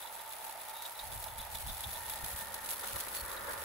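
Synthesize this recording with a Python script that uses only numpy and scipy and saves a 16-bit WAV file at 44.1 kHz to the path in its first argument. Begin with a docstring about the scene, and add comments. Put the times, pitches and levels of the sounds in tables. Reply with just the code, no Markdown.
"""A clockwork tinplate train comes along a garden track, droning and rattling from the start, and passes close by.
Tiny bumps under the wheels ring the track and, as the train nears, the hollow wagons drum louder.
Noise shaped by small ticks makes the rattle of gears and couplings; sudden cracks are wheels on rail joints.
Short rubs make the flanges ping. Low noise in puffs is a light wind buffeting the microphone."""
import sys
import numpy as np
from scipy import signal
from scipy.fft import rfft, irfft, next_fast_len
from scipy.io import wavfile
from scipy.ndimage import uniform_filter1d

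SR = 44100
rng = np.random.default_rng(int(sys.argv[2]) if len(sys.argv) > 2 else 0)


def put_to_file(sound):
    """Save the sound as 16-bit audio at rate SR, in the file named by the first command-line argument."""
    columns = np.atleast_2d(sound).T  # one column per channel
    safe = np.clip(columns, -1, 1)
    whole_steps = np.round(safe * 32767)
    wavfile.write(sys.argv[1], SR, whole_steps.astype(np.int16))


N = 160524

# Likeness says how alike left and right are (1 = the same); a negative pan leans to the right.
DRONE_LIKENESS, BODY_PAN_DB = 0.6, -0.5


def track():
    """The rails and their bed drone under the wheels, with no bass; one rail sings out of the bend."""
    # Level of the drone. Each row: time in seconds, level in dB.
    drone_curve = [(0, -51), (.55, -48.5), (2.55, -49.5), (2.85, -52), (3.64, -53)]
    # Resonances of the track. Each row: pitch in Hz, width in Hz, strength in dB.
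    track_modes = [(648, 72, -4), (782, 51, -3.5), (876, 37, 1.5), (951.4, 72, -2), (1276, 150, -9.5),
                   (2150, 450, -15.5)]
    # Level of the singing rail. Each row: time in seconds, level in dB.
    singing_curve = [(1.7, -71), (2.05, -57), (2.5, -56), (2.8, -63)]
    # Resonance of that rail. Each row: pitch in Hz, width in Hz, strength in dB.
    rail_mode = [(1826, 39, 0)]
    low_hz, drone_pan_db = 520, -5
    drone = rolling(track_modes, DRONE_LIKENESS, drone_pan_db)
    thin = signal.butter(2, low_hz, "high", fs=SR, output="sos")
    drone = signal.sosfilt(thin, drone)
    singing = rolling(rail_mode, DRONE_LIKENESS, BODY_PAN_DB)
    return level(drone_curve) * drone + level(singing_curve) * singing


def wagons():
    """Hollow tin bodies drum, and boom when jolted; the track bed rumbles under their weight."""
    # Level of the drumming. Each row: time in seconds, level in dB.
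    drum_curve = [(0, -56), (1.7, -57), (2.1, -53), (3.0, -49.5), (3.4, -45)]
    # Jolts that make a body boom. Each row: middle in seconds, half length in seconds, level in dB.
    jolts = [(2.842, 0.0075, -42), (2.962, 0.012, -43), (3.073, 0.004, -41.5), (3.334, 0.016, -49),
             (3.494, 0.017, -42.5)]
    # Resonances of the wagon bodies. Each row: pitch in Hz, width in Hz, strength in dB.
    body_modes = [(307, 200, -2), (564, 58, 2.5), (880, 145, 0), (1105, 250, 3.5), (1208, 40, 2),
                  (1388, 115, 1.5), (1622, 110, 1), (1820, 220, 2.5)]
    # Level of the rumble. Each row: time in seconds, level in dB.
    rumble_curve = [(0, -77), (1.5, -83.5), (2.3, -67)]
    # Resonance of the track bed. Each row: pitch in Hz, width in Hz, strength in dB.
    bed_mode = [(197.7, 102, 0)]
    body_likeness = 0.33
    drumming = rolling(body_modes, body_likeness, BODY_PAN_DB)
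    # Two passes through the resonance make the rumble narrower.
    rumble = resonate(resonate(pair(DRONE_LIKENESS), bed_mode), bed_mode)
    return surging(drum_curve, jolts) * drumming + level(rumble_curve) * rumble


def rolling(modes, likeness, pan_db):
    """Tiny bumps under the wheels set a set of resonances ringing."""
    bumps_per_s, throb_db = 5000, 0.66
    low_hz, high_hz = 352, 2550
    hits = rng.random(N) < bumps_per_s / SR
    bumps = pair(likeness, pan_db) * hits * throb(throb_db)
    band = signal.butter(2, [low_hz, high_hz], "band", fs=SR, output="sos")
    return rms_one(signal.sosfilt(band, resonate(bumps, modes)))


def throb(depth_db):
    """Swing of level, up and down by the depth, with each turn of the driving wheels."""
    # Speed of the wheels, slowing a little. Each row: time in seconds, speed in turns per second.
    wheel_speed = [(0, 7.4), (2.6, 6.92), (3.3, 5.85)]
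    tight_spot_turns = 0.25  # where in each turn the wheels bind
    turns = np.cumsum(np.interp(clock(), *np.transpose(wheel_speed))) / SR
    return rms_one(from_db(depth_db * np.cos(2 * np.pi * (turns - tight_spot_turns))))


def rattle():
    """Large and small loose parts rustle with each wheel turn, partly in step; joints strike them all."""
    # Level of the rattle of gears and couplings. Each row: time in seconds, level in dB.
    rattle_curve = [(0, -47.5), (1.3, -45.5), (1.95, -42), (2.45, -44), (2.6, -44), (2.9, -40),
                    (3.27, -45.5), (3.64, -40.5)]
    throb_db, flurry_low_db = 1, -3.5
    split_hz, own_share = 7000, .4  # large parts sound below the split, small ones above
    swing = rms_one(shake() * throb(throb_db))
    steady = (level(rattle_curve) * swing) ** 2
    shared, flurry, joints = ticking(), flurries(), clacks()
    out = 0
    for side, flurry_db in (("low", flurry_low_db), ("high", 0)):
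        grain = (1 - own_share) * shared + own_share * ticking()
        power = (steady + from_db(flurry_db) ** 2 * flurry) * grain + joints
        split = signal.butter(2, split_hz, side, fs=SR, output="sos")
        out = out + signal.sosfilt(split, steel(power))
    return out


def ticking():
    """Power of small ticks at uneven gaps over the whirr of the gears; mean 1."""
    ticks_per_s, spread_db, t60_s = 130, 2.9, .019
    whirr_db = -4.5  # against the mean power of the ticks
    gaps = rng.gamma(2, .5, N // 100)  # mean 1
    at = (np.cumsum(gaps) * SR / ticks_per_s).astype(int)
    at = at[at < N]
    ticks = np.zeros(N)
    ticks[at] = from_db(spread_db * np.clip(rng.standard_normal(len(at)), -2, 2)) ** 2
    # Power falls by 60 dB in t60_s; from_db is for amplitude, hence the 120.
    power = signal.lfilter([1], [1, -from_db(-120 / (t60_s * SR))], ticks + 1e-18)
    power = power / power.mean() + from_db(whirr_db) ** 2
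    return power / power.mean()


def shake():
    """Uneven swing of level as the wagons are shaken about."""
    fastest_hz, depth_db = 11, 1.4
    smooth = signal.butter(2, fastest_hz, fs=SR, output="sos")
    slow = signal.sosfilt(smooth, rng.standard_normal(N + SR))[SR:]  # drop the settling second
    return from_db(depth_db * np.clip(rms_one(slow), -2, 2))


def flurries():
    """Power of the bright, hissing flurries of shaken couplings: each starts at once, holds and dies away."""
    # Each row: start in seconds, length in seconds, level in dB.
    flurry_rows = [(2.095, 0.027, -42.5), (2.255, .075, -41), (2.695, 0.043, -36), (3.143, .07, -42.5)]
    t60_s = 0.068
    t = clock()
    power = 0
    for s, length, db in flurry_rows:
        power = power + (t >= s) * (from_db(db) * decay(t - s, length, t60_s)) ** 2
    return power


def clacks():
    """Power of the wheels clacking over rail joints: a sudden crack, then weaker chatter. 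The faint row at 1.84
    s is instead the sharp strike that opens a flange ping."""
    # Each row: start in seconds, level in dB. The row at 1.84 s is a flange strike.
    clack_rows = [(.364, -45), (0.8212, -37), (1.2396, -35.5), (1.553, -38), (1.8053, -37.5), (1.84, -47),
                  (2.0967, -33.5), (2.2435, -34), (2.542, -33), (2.6886, -35), (2.959, -34), (3.001, -36),
                  (3.006, -32.5), (3.3306, -42), (3.5327, -37.5)]
    hold_s, crack_t60_s = .003, .022
    chatter_db, chatter_t60_s = -12, .14
    power, age = np.zeros(N + SR), clock()[:SR // 4]
    crack = decay(age, hold_s, crack_t60_s)
    chatter = from_db(chatter_db) * decay(age, 0, chatter_t60_s)
    shape = crack ** 2 + chatter ** 2
    for s, db in clack_rows:
        start = int(s * SR)
        power[start:start + len(age)] += from_db(db) ** 2 * shape
    return power[:N]


def steel(power):
    """Contacts ring in dense steel modes; the recorder widens the stereo, top treble late and inverted on the left."""
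    # Ring of the small steel parts. Each row: frequency in Hz, strength per Hz in dB.
    steel_colour = [(500, -18), (2000, -8), (2900, -6.5), (4100, -4.5), (5200, -8), (7600, -8.5),
                    (8500, -1.5), (11000, 1), (13400, -3), (15000, -3.5)]
    # Thin singing of the clockwork. Each row: pitch in Hz, width in Hz, strength in dB.
    spring_modes = [(8047, 30, -10), (10885, 18, 0), (12397, 16, -9), (14826, 20, -4)]
    likeness, lag_ms, opposed_above_hz = .78, .221, 7600
    spring_db = -14  # against the contacts
    left, right = pair(likeness)
    hz = np.arange(N // 2 + 1) * SR / N
    # Below the turning point the left side is a noise of its own.
    own_share = 1 / (1 + (hz / opposed_above_hz) ** 12)
    own = rfft(rng.standard_normal(N))
    late = -rfft(left) * np.exp(-2j * np.pi * hz * lag_ms / 1000)
    left = irfft(np.sqrt(1 - own_share) * late + np.sqrt(own_share) * own, N)
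    contacts = np.array([left, right]) * np.sqrt(power)
    singing = from_db(spring_db) * contacts.std() * resonate(contacts, spring_modes)
    return colour(contacts, steel_colour) + singing


def flanges():
    """A flange strikes and rubs the rail and the wheel rings; lighter touches cluster at each turn."""
    # Pings and squeals. Each row: start in seconds, length in seconds, level in dB, pitch in Hz.
    pings = [(0.745, 0.12, -54, 3760), (0.851, 0.0028, -45, 3700), (0.947, .085, -58.5, 3900),
             (0.99, 0.0095, -44, 3830), (1.551, 0.0042, -42, 3470), (1.691, 0.0069, -44.5, 3630),
             (1.838, 0.0057, -39.5, 3550), (2.098, .045, -59, 3460), (3.164, 0.044, -50, 4370),
             (3.367, 0.007, -47.5, 3860)]
    # Level of light touches along the bend. Each row: time in seconds, level in dB.
    touch_curve = [(0, -58.5), (.9, -64), (2.2, -55), (2.5, -64)]
    # Resonances of the wheels. 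Each row: pitch in Hz, width in Hz, strength in dB.
    wheel_modes = [(3485, 77, 22.5), (3930, 41, 18)]
    likeness, ping_t60_s, ping_width_hz = .65, .04, 135
    touches_per_s, throb_db = 150, 4.5
    out, rub, age = np.zeros((2, N)), pair(likeness), clock()[:SR // 6]
    for s, length, db, hz in pings:
        start = int(s * SR)
        span = slice(start, start + len(age))
        shape = decay(age, length, ping_t60_s)
        ring = resonate(rub[:, span] * shape, [(hz, ping_width_hz, 0)])
        out[:, span] += from_db(db) * np.sqrt(np.mean(shape ** 2)) * ring
    hits = rng.random(N) < touches_per_s / SR
    touches = rub * hits * throb(throb_db) + 1e-18
    return out + level(touch_curve) * resonate(touches, wheel_modes)


def wind():
    """Low buffeting on the microphone in separate puffs, over the still air of the garden."""
    # Level of the wind. Each row: time in seconds, level in dB.
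    wind_curve = [(0, -73.5), (.95, -74.5), (1.05, -54.5), (2.35, -57.5), (2.72, -64.5), (3.64, -57)]
    # Single puffs. Each row: middle in seconds, half length in seconds, level in dB.
    puffs = [(1.17, 0.027, -49), (1.399, 0.011, -46), (1.554, 0.014, -50), (1.685, 0.042, -44),
             (1.871, 0.022, -46), (2.243, 0.011, -42.5), (2.344, 0.0094, -45), (2.955, 0.014, -45),
             (3.237, .016, -48)]
    # Colour of the wind. Each row: frequency in Hz, strength per Hz in dB.
    wind_colour = [(20, -15), (35, -6), (55, 0), (90, -3.5), (140, -13), (210, -19), (300, -31),
                   (1500, -70)]
    # Colour of the still air. Each row: frequency in Hz, strength per Hz in dB.
    air_colour = [(30, -9), (120, -6.5), (340, -14), (700, 0.5), (1200, 2.5), (2200, 3.5), (6000, -10.5),
                  (15000, -10)]
    wind_likeness, air_likeness, air_db = .62, .55, -55.5
    steady_s = .05  # chance swings of level are evened out over this time
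    eddies = colour(pair(wind_likeness), wind_colour)
    local_power = uniform_filter1d(np.mean(eddies ** 2, axis=0), int(steady_s * SR))
    eddies = eddies / np.sqrt(local_power + 1e-9)
    air = from_db(air_db) * colour(pair(air_likeness), air_colour)
    return surging(wind_curve, puffs) * eddies + air


def from_db(db):
    """Decibels to gain."""
    return 10 ** (np.asarray(db) / 20)


def rms_one(x):
    """Scale to unit power."""
    return x / np.sqrt(np.mean(x ** 2) + 1e-20)


def clock():
    """Time of each sample in seconds."""
    return np.arange(N) / SR


def level(rows):
    """Gain along a curve of times in seconds and levels in dB."""
    return from_db(np.interp(clock(), *np.transpose(rows)))


def swell(s, width):
    """A brief bell-shaped rise and fall."""
    return np.exp(-.5 * np.minimum(((clock() - s) / width) ** 2, 100))


def surging(curve, swells):
    """Gain of a level curve with brief swells added to its power."""
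    power = level(curve) ** 2
    for s, width, db in swells:
        power = power + (from_db(db) * swell(s, width)) ** 2
    return np.sqrt(power)


def decay(age, hold, t60):
    """Hold, then die away by 60 dB in the time t60."""
    return from_db(-60 * np.maximum(age - hold, 0) / t60)


def pair(likeness, pan_db=0):
    """Two white noises, partly alike, for left and right."""
    mid, side = rng.standard_normal((2, N))
    c = np.clip(likeness, -.99, .99)
    left = np.sqrt(1 + c) * mid + np.sqrt(1 - c) * side
    right = np.sqrt(1 + c) * mid - np.sqrt(1 - c) * side
    return rms_one(np.array([left, right]) * from_db([[pan_db / 2], [-pan_db / 2]]))


def colour(x, points):
    """Causal filter with the given spectrum; keeps the power of white noise."""
    size = 2 * next_fast_len(N // 2 + 4096)
    hz, db = np.transpose(points)
    bins_hz = np.arange(size // 2 + 1) * SR / size
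    gain = rms_one(from_db(np.interp(np.log(bins_hz + 1), np.log(hz), db)))
    # Folding the cepstrum forward in time makes the filter respond only after its input.
    cepstrum = irfft(np.log(gain))
    cepstrum[1:size // 2] *= 2
    cepstrum[size // 2 + 1:] = 0
    return irfft(rfft(x, size) * np.exp(rfft(cepstrum)))[..., :N]


def resonate(x, modes):
    """Resonances side by side, with alternating sign, each with its share of the power."""
    out = 0
    for k, (hz, width, db) in enumerate(modes):
        r = np.exp(-np.pi * width / SR)
        poles = [1, -2 * r * np.cos(2 * np.pi * hz / SR), r * r]
        ring = rms_one(signal.lfilter([1, 0, -1], poles, x))
        out = out + (-1) ** k * from_db(db) * ring
    return rms_one(out)


def scene():
    """The train and the garden."""
    return track() + wagons() + rattle() + flanges() + wind()


def record(dry):
    """The top is cut steeply."""
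    cutoff_hz = 15680
    return signal.sosfilt(signal.ellip(12, .1, 80, cutoff_hz, fs=SR, output="sos"), dry)


dry = scene()
out = record(dry)
put_to_file(out)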